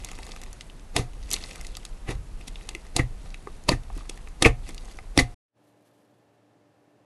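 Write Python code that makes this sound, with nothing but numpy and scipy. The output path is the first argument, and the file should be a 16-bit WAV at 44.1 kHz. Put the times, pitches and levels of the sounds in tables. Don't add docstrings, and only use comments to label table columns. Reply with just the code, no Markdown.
import sys
import numpy as np
from scipy import signal
from scipy.fft import rfft, irfft
from scipy.io import wavfile
from scipy.ndimage import uniform_filter1d

SR = 44100
rng = np.random.default_rng(int(sys.argv[2]) if len(sys.argv) > 2 else 0)


def dump_mix(stems):
    frames = np.atleast_2d(stems).T
    limited = np.clip(frames, -1, 1)
    pcm = np.round(limited * 32767).astype(np.int16)
    wavfile.write(sys.argv[1], SR, pcm)


N = 310903
TIME = np.arange(N) / SR


def amp(db):
    return 10 ** (np.asarray(db) / 20)


def evened(x):
    return x / np.sqrt(np.mean(x ** 2) + 1e-20)


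def read(points, hz):
    f, value = np.transpose(points)
    return np.interp(np.log(hz + 1), np.log(f + 1), value)


def add(mix, s, sound):
    part = mix[max(round(s * SR), 0):][:len(sound)]
    part += sound[:len(part)]


def through(x, response):
    return signal.oaconvolve(x, response)[:len(x)]


def coloured(x, points):
    return irfft(rfft(x) * amp(read(points, np.fft.rfftfreq(N, 1 / SR))), N)


def noise(points):
    return evened(coloured(rng.standard_normal(N), points))


def low_passed(x, edge_hz):
    return signal.oaconvolve(x, signal.firwin(255, edge_hz, window=("kaiser", 8), fs=SR), "same")


def swell(s, rise_s, fall_s, hold_s=0):
    rising = (TIME - s) / rise_s
    falling = (s + hold_s - TIME) / fall_s
    return np.exp(np.clip(np.minimum(rising, falling), -40, 0))


# start_s [s], level_db [dB], decay_s [s]
RUSTLES = [(5.69, -75.5, .04), (5.87, -77, .27), (6.82, -89, 0.2)]
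RUSTLE_RISE_S = 0.066


def rustle(grain_db=3):
    bright = noise([(500, -14), (1500, -2.5), (3500, -1.5), (6000, -5.0), (11000, -3), (13800, -3), (14500, -50)])
    flicker_db = grain_db * noise([(20, 6.5), (300, -12), (1000, -50)])
    level = sum(amp(db) * swell(s, RUSTLE_RISE_S, decay_s) for s, db, decay_s in RUSTLES)
    return evened(bright * amp(flicker_db)) * level


# pitch_hz [Hz], level_db [dB per Hz]
FAR_AIR = [(15, -67), (25, -58), (80, -15), (104, -7), (156, -5), (174, -6.5), (243, -5), (262, -10.5),
           (291, -1), (323, -6), (600, -6.5), (665, -8.5), (1340, -19), (12000, -38.5), (15600, -69.5),
           (22000, -120)]
# pitch_hz [Hz], level_db [dB]
HUM = [(113.0, -76.5), (296.1, -74.5), (592.2, -78.5), (721.4, -84.5), (823.6, -83.5), (1653, -94),
       (1771, -89), (2713, -95)]
# time_s [s], gain_db [dB]
FAR_FADE = [(5.34, -65), (5.51, -30.5), (5.57, 1), (5.62, 3), (7.05, 3.5)]


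def second_room(air_db=-67.5, waver_hz=2.06):
    waver = [(1, -2.0), (6, -5.0), (25, -24), (100, -120)]  # pitch_hz, level_db
    sound = amp(air_db) * noise(FAR_AIR) + rustle()
    for hz, db in HUM:
        pitch = hz + waver_hz * noise(waver)
        sound += amp(db) * np.sqrt(2) * np.sin(2 * np.pi * np.cumsum(pitch) / SR)
    return sound * amp(np.interp(TIME, *np.transpose(FAR_FADE)))


# pitch_hz [Hz], level_db [dB per Hz]
NEAR_HISS = [(60, 0), (160, -1.5), (210, 0.5), (290, -1), (560, -6.5), (790, -7), (1500, -11.5),
             (2600, -16), (3300, -19), (10500, -22), (12500, -27.5)]
# pitch_hz [Hz], level_db [dB per Hz]
RUMBLE = [(10, -23), (22, 6.5), (43, 1.5), (62, -11.5), (85, -11.5), (115, -19.5), (200, -24.5),
          (400, -65.5)]
NEAR_DB = -54
SHAKE_DB, SWING_DB, SWING_AFTER_S, SWING_RISE_S, SWING_FALL_S = -40, -35, 0.29, 0.18, 0.076


def handling(crush_db, rub_db=-27, follow=0.51):
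    rub = noise([(50, -16), (130, 0.0), (320, -4), (900, -12.0), (1600, -34.5), (4000, -61.5)])
    swing = sum(swell(s + SWING_AFTER_S, SWING_RISE_S, SWING_FALL_S) for s, *_ in PULLS)
    rumble = noise(RUMBLE) * np.hypot(amp(SHAKE_DB), amp(SWING_DB) * swing)
    return rumble + amp(NEAR_DB) * noise(NEAR_HISS) + rub * amp(rub_db + follow * crush_db)


# start_s [s], peak_db [dB], push_s [s], bounce_db [dB relative to the drop]
JOLTS = [(0.993, -17, 0.0077, -20), (2.151, -23.5, 0.013, -1.5), (2.995, -12, 0.0079, -6.5),
         (3.693, -14.5, .0047, -2), (4.458, -5.5, 0.0097, -7.5), (5.183, -11.5, 0.0082, -3)]
# pitch_hz [Hz], level_db [dB, relative], t60_s [s]
TABLE_MODES = [(42.4, 4, 0.054), (56.3, -10.5, 0.068), (86, -4.5, 0.1772), (117.7, 3, 0.19),
               (134.8, -2.5, 0.36), (170.5, 1, .1)]
BOUNCE_S, BOUNCE_PUSH_S = .039, .012
TUG_DB, TUG_PUSH_S, TUG_AHEAD_S = -21.5, 0.0089, 0.0061
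LAND_DB, LAND_PUSH_S, LAND_AHEAD_S = -32.5, 0.0149, .095


def jolts():
    out, t = np.zeros(N), np.arange(SR // 2) / SR
    ring = sum(amp(db - 60 * t / t60) * np.cos(2 * np.pi * hz * t) for hz, db, t60 in TABLE_MODES)
    # start_s, peak_db, push_s
    pushes = [(s - LAND_AHEAD_S, LAND_DB, LAND_PUSH_S) for s, *_ in PRESSES]
    pushes += [(s - TUG_AHEAD_S, TUG_DB, TUG_PUSH_S) for s, *_ in PULLS]
    for s, db, push_s, bounce_db in JOLTS:
        pushes += [(s, db, push_s), (s + BOUNCE_S, db + bounce_db, BOUNCE_PUSH_S)]
    for s, db, push_s in pushes:
        push = np.sin(np.pi * np.minimum(t / push_s, 1)) ** 2
        thud = through(ring, push)
        add(out, s, amp(db) * thud / abs(thud).max())
    return out


def room(x, wet_db=-15, low_t60=0.16, high_t60=0.15, treble_db=-6, first_s=0.003):
    hz, t, z = signal.stft(rng.standard_normal(SR // 2), SR, nperseg=256)
    t60 = read([(1500, low_t60), (8000, high_t60)], hz)[:, None]
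    tail = signal.istft(z * amp(-60 * t / t60), SR, nperseg=256)[1]
    tail[:round(first_s * SR)] = 0
    tilt = amp(read([(2500, 0), (7000, treble_db)], np.fft.rfftfreq(len(tail), 1 / SR)))
    tail = irfft(rfft(tail / np.linalg.norm(tail)) * tilt)
    return x + through(x, tail * amp(wet_db))


# pitch_hz [Hz], gain_db [dB], t60_s [s]
TUB_MODES = [(273, -3.5, 0.11), (534.7, 0, 0.069), (717, -1, 0.39), (798, -11.5, 0.37), (984, -4, 0.06),
             (1245, -15.5, 0.395), (1980, -4.5, 0.043), (2137, 0, 0.017), (2910, -12, .14),
             (2668, -22.5, 0.21), (3665, -9.5, 0.017), (4700, -6, 0.043), (7000, 0, .05)]


def tub(x):
    t, ring = np.arange(SR // 2) / SR, 0
    for hz, db, t60 in TUB_MODES:
        per_sample = 2 * np.log(1000) / (t60 * SR)
        ring = ring + amp(db - 60 * t / t60) * np.sin(2 * np.pi * hz * t) * per_sample
    return x + through(x, ring)


# delay_s [s], gain [linear]
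ECHOES = [(.0005, 0.078), (.0026, 0.095), (.0039, .17), (.0073, 0.053)]


def echoed(x):
    out = x.copy()
    for delay_s, gain in ECHOES:
        add(out, delay_s, gain * x)
    return out


# pitch_hz [Hz], gain_db [dB]
HOLLOW = [(200, 4), (290, 15.5), (600, 4.5), (780, 10.5), (900, 1), (1220, 5.5), (1480, -8), (2000, 1.5),
          (2650, 4.5), (3100, -4.5), (3700, -1.5), (4500, -1.5), (5600, 0.5), (6600, 2), (8000, 1)]


def in_hollow(shape_db, size=2048):
    hz = abs(np.fft.fftfreq(size, 1 / SR))
    log_gain = np.log(amp(np.maximum(shape_db(hz) + read(HOLLOW, hz), -90)))
    return np.fft.ifft(np.exp(np.conj(signal.hilbert(log_gain)))).real[:size // 2]


# start_s [s], bite_db [dB], bite_s [s], hardest_after_s [s], push_db [dB], swell_s [s], relax_s [s]
PRESSES = [(0.1, -54, 0.062, 0.21, -54, 0.67, 0.27), (1.339, -35, 0.018, 0.075, -48.5, 0.13, 0.28),
           (2.411, -52.5, 0.013, 0.28, -56, 0.26, 0.17), (3.264, -57, 0.042, 0.26, -62, 0.6, 0.13),
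           (3.979, -50.5, 0.028, .185, -59.5, 0.27, 0.12), (4.688, -47.5, 0.027, 0.2, -56, 0.18, 0.093)]


def crushing(rest_db=-75):
    power = amp(rest_db) ** 2
    for s, bite_db, bite_s, after_s, push_db, swell_s, relax_s in PRESSES:
        bite = amp(bite_db) * swell(s, bite_s, bite_s)
        push = amp(push_db) * swell(s + after_s, swell_s, relax_s)
        power = power + bite ** 2 + push ** 2
    return 10 * np.log10(power)


def blips(low_hz, high_hz, per_s, cycles, glide, spread_db, count=24, size=2048):
    out, t = np.zeros(N), np.arange(size) / SR
    for hz in np.geomspace(low_hz, high_hz, count):
        age = t * hz / cycles
        pitch = hz * (1 + glide * np.tanh(age))
        ring = np.sin(2 * np.pi * np.cumsum(pitch) / SR) * np.exp(-age) * (1 - np.exp(-t * hz))
        sizes = amp(spread_db * np.minimum(rng.exponential(1, N), 3))
        starts = rng.random(N) < per_s / count / SR
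        out += through(sizes * starts, ring * np.sqrt(hz))
    return evened(out)


def squish(crush_db, wet_db=-25, fizz_db=-3, follow=.7):
    wet = blips(low_hz=310, high_hz=1300, per_s=220, cycles=1.3, glide=0.038, spread_db=5.5)
    fizz = blips(low_hz=2300, high_hz=4900, per_s=700, cycles=3, glide=.04, spread_db=4.5)
    return wet * amp(wet_db + follow * crush_db) + fizz * amp(fizz_db + crush_db)


def bubble(hz, octaves, scatter=0.29, scatter_s=0.0016, skirt_db=26.91, size=1024):
    t = np.arange(size) / SR
    click = scatter * rng.standard_normal(size) * np.exp(-t / scatter_s)
    click[0] = rng.choice([-1, 1])

    def hump_db(f):
        return -skirt_db * np.log10(1 + (np.log2((f + 1) / hz) / octaves) ** 2)
    sound = through(click, in_hollow(hump_db))
    return sound / np.linalg.norm(sound)


# pitch_hz [Hz], gain_db [dB]
FOAM = [(100, -25.5), (400, -2.5), (1000, -1), (2200, 0.5), (5000, -1), (11000, 0), (13000, -26.5)]


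def crackle(crush_db, per_s=1300, spread_db=2.5, level_db=-1, octaves=1.09, count=20):
    out = np.zeros(N)
    for hz in np.geomspace(900, 10000, count):
        sizes = amp(spread_db * np.minimum(rng.exponential(1, N), 4))
        bursts = rng.random(N) < per_s / count / SR
        out += through(sizes * bursts, bubble(hz, octaves)) * np.sqrt(hz)
    return evened(coloured(out, FOAM)) * amp(crush_db + level_db)


def small_pops(crush_db, level_db=-24.5, spread_db=2, busy_db=-53, rate_law=1.9, follow=0.27,
               centre_hz=2500, scatter_octaves=1.28, octaves=1.0, count=260):
    out = np.zeros(N)
    for k, (when, chance, size, pitch) in enumerate(rng.random((count, 4))):
        s = (k + when) / count * SWITCH_S
        effort_db = crush_db[round(s * SR)] - busy_db
        if chance < amp(rate_law * effort_db):
            sound = bubble(centre_hz * 2 ** (scatter_octaves * (2 * pitch - 1)), octaves)
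            add(out, s, amp(level_db + follow * effort_db - spread_db * size) * sound)
    return out


# start_s [s], level_db [dB over 5 ms], pitch_hz [centre, Hz], width_octaves [octaves]
POPS = [(0.047, -31.5, 4900, 2), (0.0883, -40, 2210, 1.4), (0.1157, -39, 1730, 2.5),
        (0.1884, -41.5, 1430, 3), (0.2316, -40.5, 3020, .8), (0.2668, -45, 2240, 2.9),
        (0.2915, -44, 890, 1.8), (0.3184, -39.5, 3580, 0.57), (0.3627, -43.5, 1850, 1.4),
        (0.4162, -44, 3740, 1.3), (0.436, -40.5, 2560, 2.2), (0.53, -43, 5740, 1.7),
        (0.6095, -38.5, 3300, 0.85), (0.699, -45.5, 3080, 0.42), (1.305, -35.5, 6600, 1),
        (1.314, -26.5, 4270, 0.98), (1.327, -30, 5240, 0.85), (1.3332, -22, 7300, 0.76),
        (1.34, -23, 4570, 0.38), (1.3644, -32.5, 2750, 1), (1.4388, -34, 3770, 0.59),
        (1.511, -38.5, 2860, 0.66), (1.558, -39, 2800, 3.1), (1.6118, -39.5, 3530, 2.4),
        (1.6485, -42.5, 2840, 1.3), (1.6685, -39.5, 5630, 0.91), (1.752, -39, 3300, 0.55),
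        (1.7694, -34.5, 3820, 2), (1.8518, -36, 4000, 1.03), (2.5572, -39, 2900, 0.41),
        (2.6905, -31, 3600, 1.2), (2.75, -32, 2660, 0.93), (3.3436, -37, 2600, 0.77),
        (3.4725, -37, 970, 0.66), (3.9018, -40, 1170, 0.77), (3.977, -46, 3500, 4.4),
        (4.0083, -44, 1020, 0.65), (4.1754, -46, 1270, 2.3), (4.2742, -44, 1870, 1.04),
        (4.6911, -36.5, 2660, 10), (4.746, -43, 2800, 3), (4.7795, -39.5, 3550, 0.39),
        (4.9881, -39, 1440, 0.83)]


def pops(creak_db=-13, creak_s=0.0012, size=400):
    out, span = np.zeros(N), np.sqrt(.005 * SR)
    for s, db, hz, octaves in POPS:
        before_s = np.arange(size)[::-1] / SR
        creak = rng.standard_normal(size) * np.exp(-before_s / creak_s)
        burst = np.append(amp(creak_db) * creak / np.linalg.norm(creak), 1)
        add(out, s - size / SR, amp(db) * span * np.convolve(burst, bubble(hz, octaves)))
    return out


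POCKET_DECAY_S, POCKET_SIZE_LAW = 0.0051, .48


def pocket(hz, opening_s=.0004, wobble=.06, sag=0.14, size=4096):
    t = np.arange(size) / SR
    decay = POCKET_DECAY_S / (hz / 1000) ** POCKET_SIZE_LAW
    walls = evened(uniform_filter1d(rng.standard_normal(size), size=60))
    pitch = hz * (1 + wobble * walls - sag * np.tanh(t / decay / 2 - .5))
    return np.sin(2 * np.pi * np.cumsum(pitch) / SR) * np.exp(-t / decay) * (1 - np.exp(-t / opening_s))


# start_s [s], level_db [dB], pitch_hz [Hz]
PLOPS = [(.120, -44, 1180), (.190, -38.5, 890), (.198, -43, 760), (.300, -47, 546), (1.772, -44, 1180),
         (2.75, -34, 335), (3.472, -34.5, 384), (3.966, -35.5, 287)]
# [dB relative to the glug, ring an octave higher]
GLUGS = [(2.995, -17, 1940, -25), (3.6887, -14.5, 966, -18), (3.727, -23.5, 1830, -20),
         (4.4495, 1, 2330, -17), (5.189, -7, 2077, -2)]
LEAD_S, LEAD_DB, TRAIL_S, TRAIL_DB = 0.0034, -12, .0088, -8
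HOLE_HZ = 283


def pockets():
    out = np.zeros(N)
    for s, db, hz in PLOPS:
        add(out, s, amp(db) * pocket(hz))
    for s, *_, gulp_hz, gulp_db, squeak_hz, squeak_db, _, hold_s, _, _, hole_db in PULLS:
        add(out, s, amp(gulp_db) * pocket(gulp_hz))
        add(out, s, amp(squeak_db) * pocket(squeak_hz))
        add(out, s + hold_s, amp(hole_db) * pocket(HOLE_HZ))
    for s, db, hz, octave_db in GLUGS:
        add(out, s - LEAD_S, amp(db + LEAD_DB) * pocket(hz))
        add(out, s, amp(db) * (pocket(hz) + amp(octave_db) * pocket(2 * hz)))
        add(out, s + TRAIL_S, amp(db + TRAIL_DB) * pocket(hz))
    return out


# start_s [s], snap_db [dB], snap_rise_s [s], snap_fall_s [s],
# snap_crisp_db [dB], gulp_hz [Hz], gulp_db [dB], squeak_hz [Hz], squeak_db [dB], smear_db [dB],
# lets_go_after_s [s], release_db [dB], release_crisp_db [dB], hole_db [dB]
PULLS = [(0.9648, -14.5, 0.00064, 0.0019, 2, 725, -22.5, 3680, -15.5, -27.5, 0.023, -43, 2.5, -31.5),
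         (2.092, -31, 0.011, 0.0035, -14.5, 367, -27.5, 2110, -42, -37.5, 0.0164, -33, -0.5, -40),
         (2.965, -21.5, 0.00083, 0.0031, 6.5, 739, -23.5, 3960, -20.5, -33.5, 0.028, -27, -4.5, -20.5),
         (3.6917, -13.5, 0.0029, 0.0011, -3.5, 594.4, -13.5, 4330, -7, -31, 0.027, -29.5, -2, -17),
         (4.424, -12.5, 0.00093, 0.0035, -0.5, 298, -15, 3860, -6, -30, 0.036, -11, -7, -19),
         (5.1766, -8, 0.00042, 0.0014, -5, 289.2, -8.5, 6180, -9, -29, 0.018, -22, 6.5, -22.5)]
# start_s [s], level_db [dB], rise_s [s], fall_s [s]
SLIPS = [(2.482, -41, 0.0049, .0028), (4.097, -34.5, 0.0017, 0.0016)]
# pitch_hz [Hz], gain_db [dB]
BODY = [(90, -31), (250, -2), (500, -2), (900, -4), (1200, -3), (1800, -26.5), (4000, -70)]
MIDDLE = [(500, -39.5), (1200, -6), (1900, -1.5), (2600, -1), (3600, -12), (8000, -53.5)]
CRISP = [(1000, -45), (2600, -6), (3600, 3.5), (6500, -4.5), (11000, -7.5), (13000, -31)]
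# body_db [dB], middle_db [dB], crisp_db [dB]
SLIP_DB = (-0.5, -4, 6)
SNAP_DB, SMEAR_DB, RELEASE_DB = (-5.5, -5.5, 1), (-3.5, -12, -9), (0, -4, -6.5)
SMEAR_RISE_S, SMEAR_FALL_S = 0.0084, .022
RELEASE_RISE_S, RELEASE_FALL_S = 0.0059, 0.011


def tears(grain_db=6.0, steady_size=260):
    out = np.zeros(N)
    for k, band in enumerate([BODY, MIDDLE, CRISP]):
        threads = rng.standard_normal(N) * amp(grain_db * rng.standard_normal(N))
        rush = through(threads, in_hollow(lambda f: read(band, f)))
        rush /= np.sqrt(abs(uniform_filter1d(rush ** 2, size=steady_size)) + 1e-12)
        power, crisp = np.zeros(N), band is CRISP
        for (s, snap_db, rise_s, fall_s, snap_crisp_db, *_,
             smear_db, hold_s, release_db, release_crisp_db, _) in PULLS:
            snap_gain = amp(snap_db + SNAP_DB[k] + crisp * snap_crisp_db)
            smear_gain = amp(smear_db + SMEAR_DB[k])
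            release_gain = amp(release_db + RELEASE_DB[k] + crisp * release_crisp_db)
            power += (snap_gain * swell(s, rise_s, fall_s)) ** 2
            power += (smear_gain * swell(s, SMEAR_RISE_S, SMEAR_FALL_S, hold_s)) ** 2
            power += (release_gain * swell(s + hold_s, RELEASE_RISE_S, RELEASE_FALL_S)) ** 2
        for s, db, rise_s, fall_s in SLIPS:
            power += (amp(db + SLIP_DB[k]) * swell(s, rise_s, fall_s)) ** 2
        out += rush * np.sqrt(power)
    return out


SWITCH_S = 5.345
SLIME_EDGE_HZ = 11950


def scene():
    crush_db = crushing()
    foam = pops() + small_pops(crush_db) + crackle(crush_db) + squish(crush_db)
    in_tub = tub(echoed(foam + tears()) + pockets())
    slime = room(in_tub) + jolts() + handling(crush_db)
    first = np.clip((SWITCH_S - TIME) / .003, 0, 1)
    return (first * low_passed(slime, SLIME_EDGE_HZ) + (1 - first) * second_room())[None]


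def record(dry, fizz_db=-9, fizz_hz=12500, edge_hz=15800):
    clipped = np.clip(dry[0], -.6, .6)
    body = low_passed(clipped, fizz_hz)
    fizz = clipped - body
    return low_passed(body + amp(fizz_db) * fizz, edge_hz)[None]


dry = scene()
out = record(dry)
dump_mix(out)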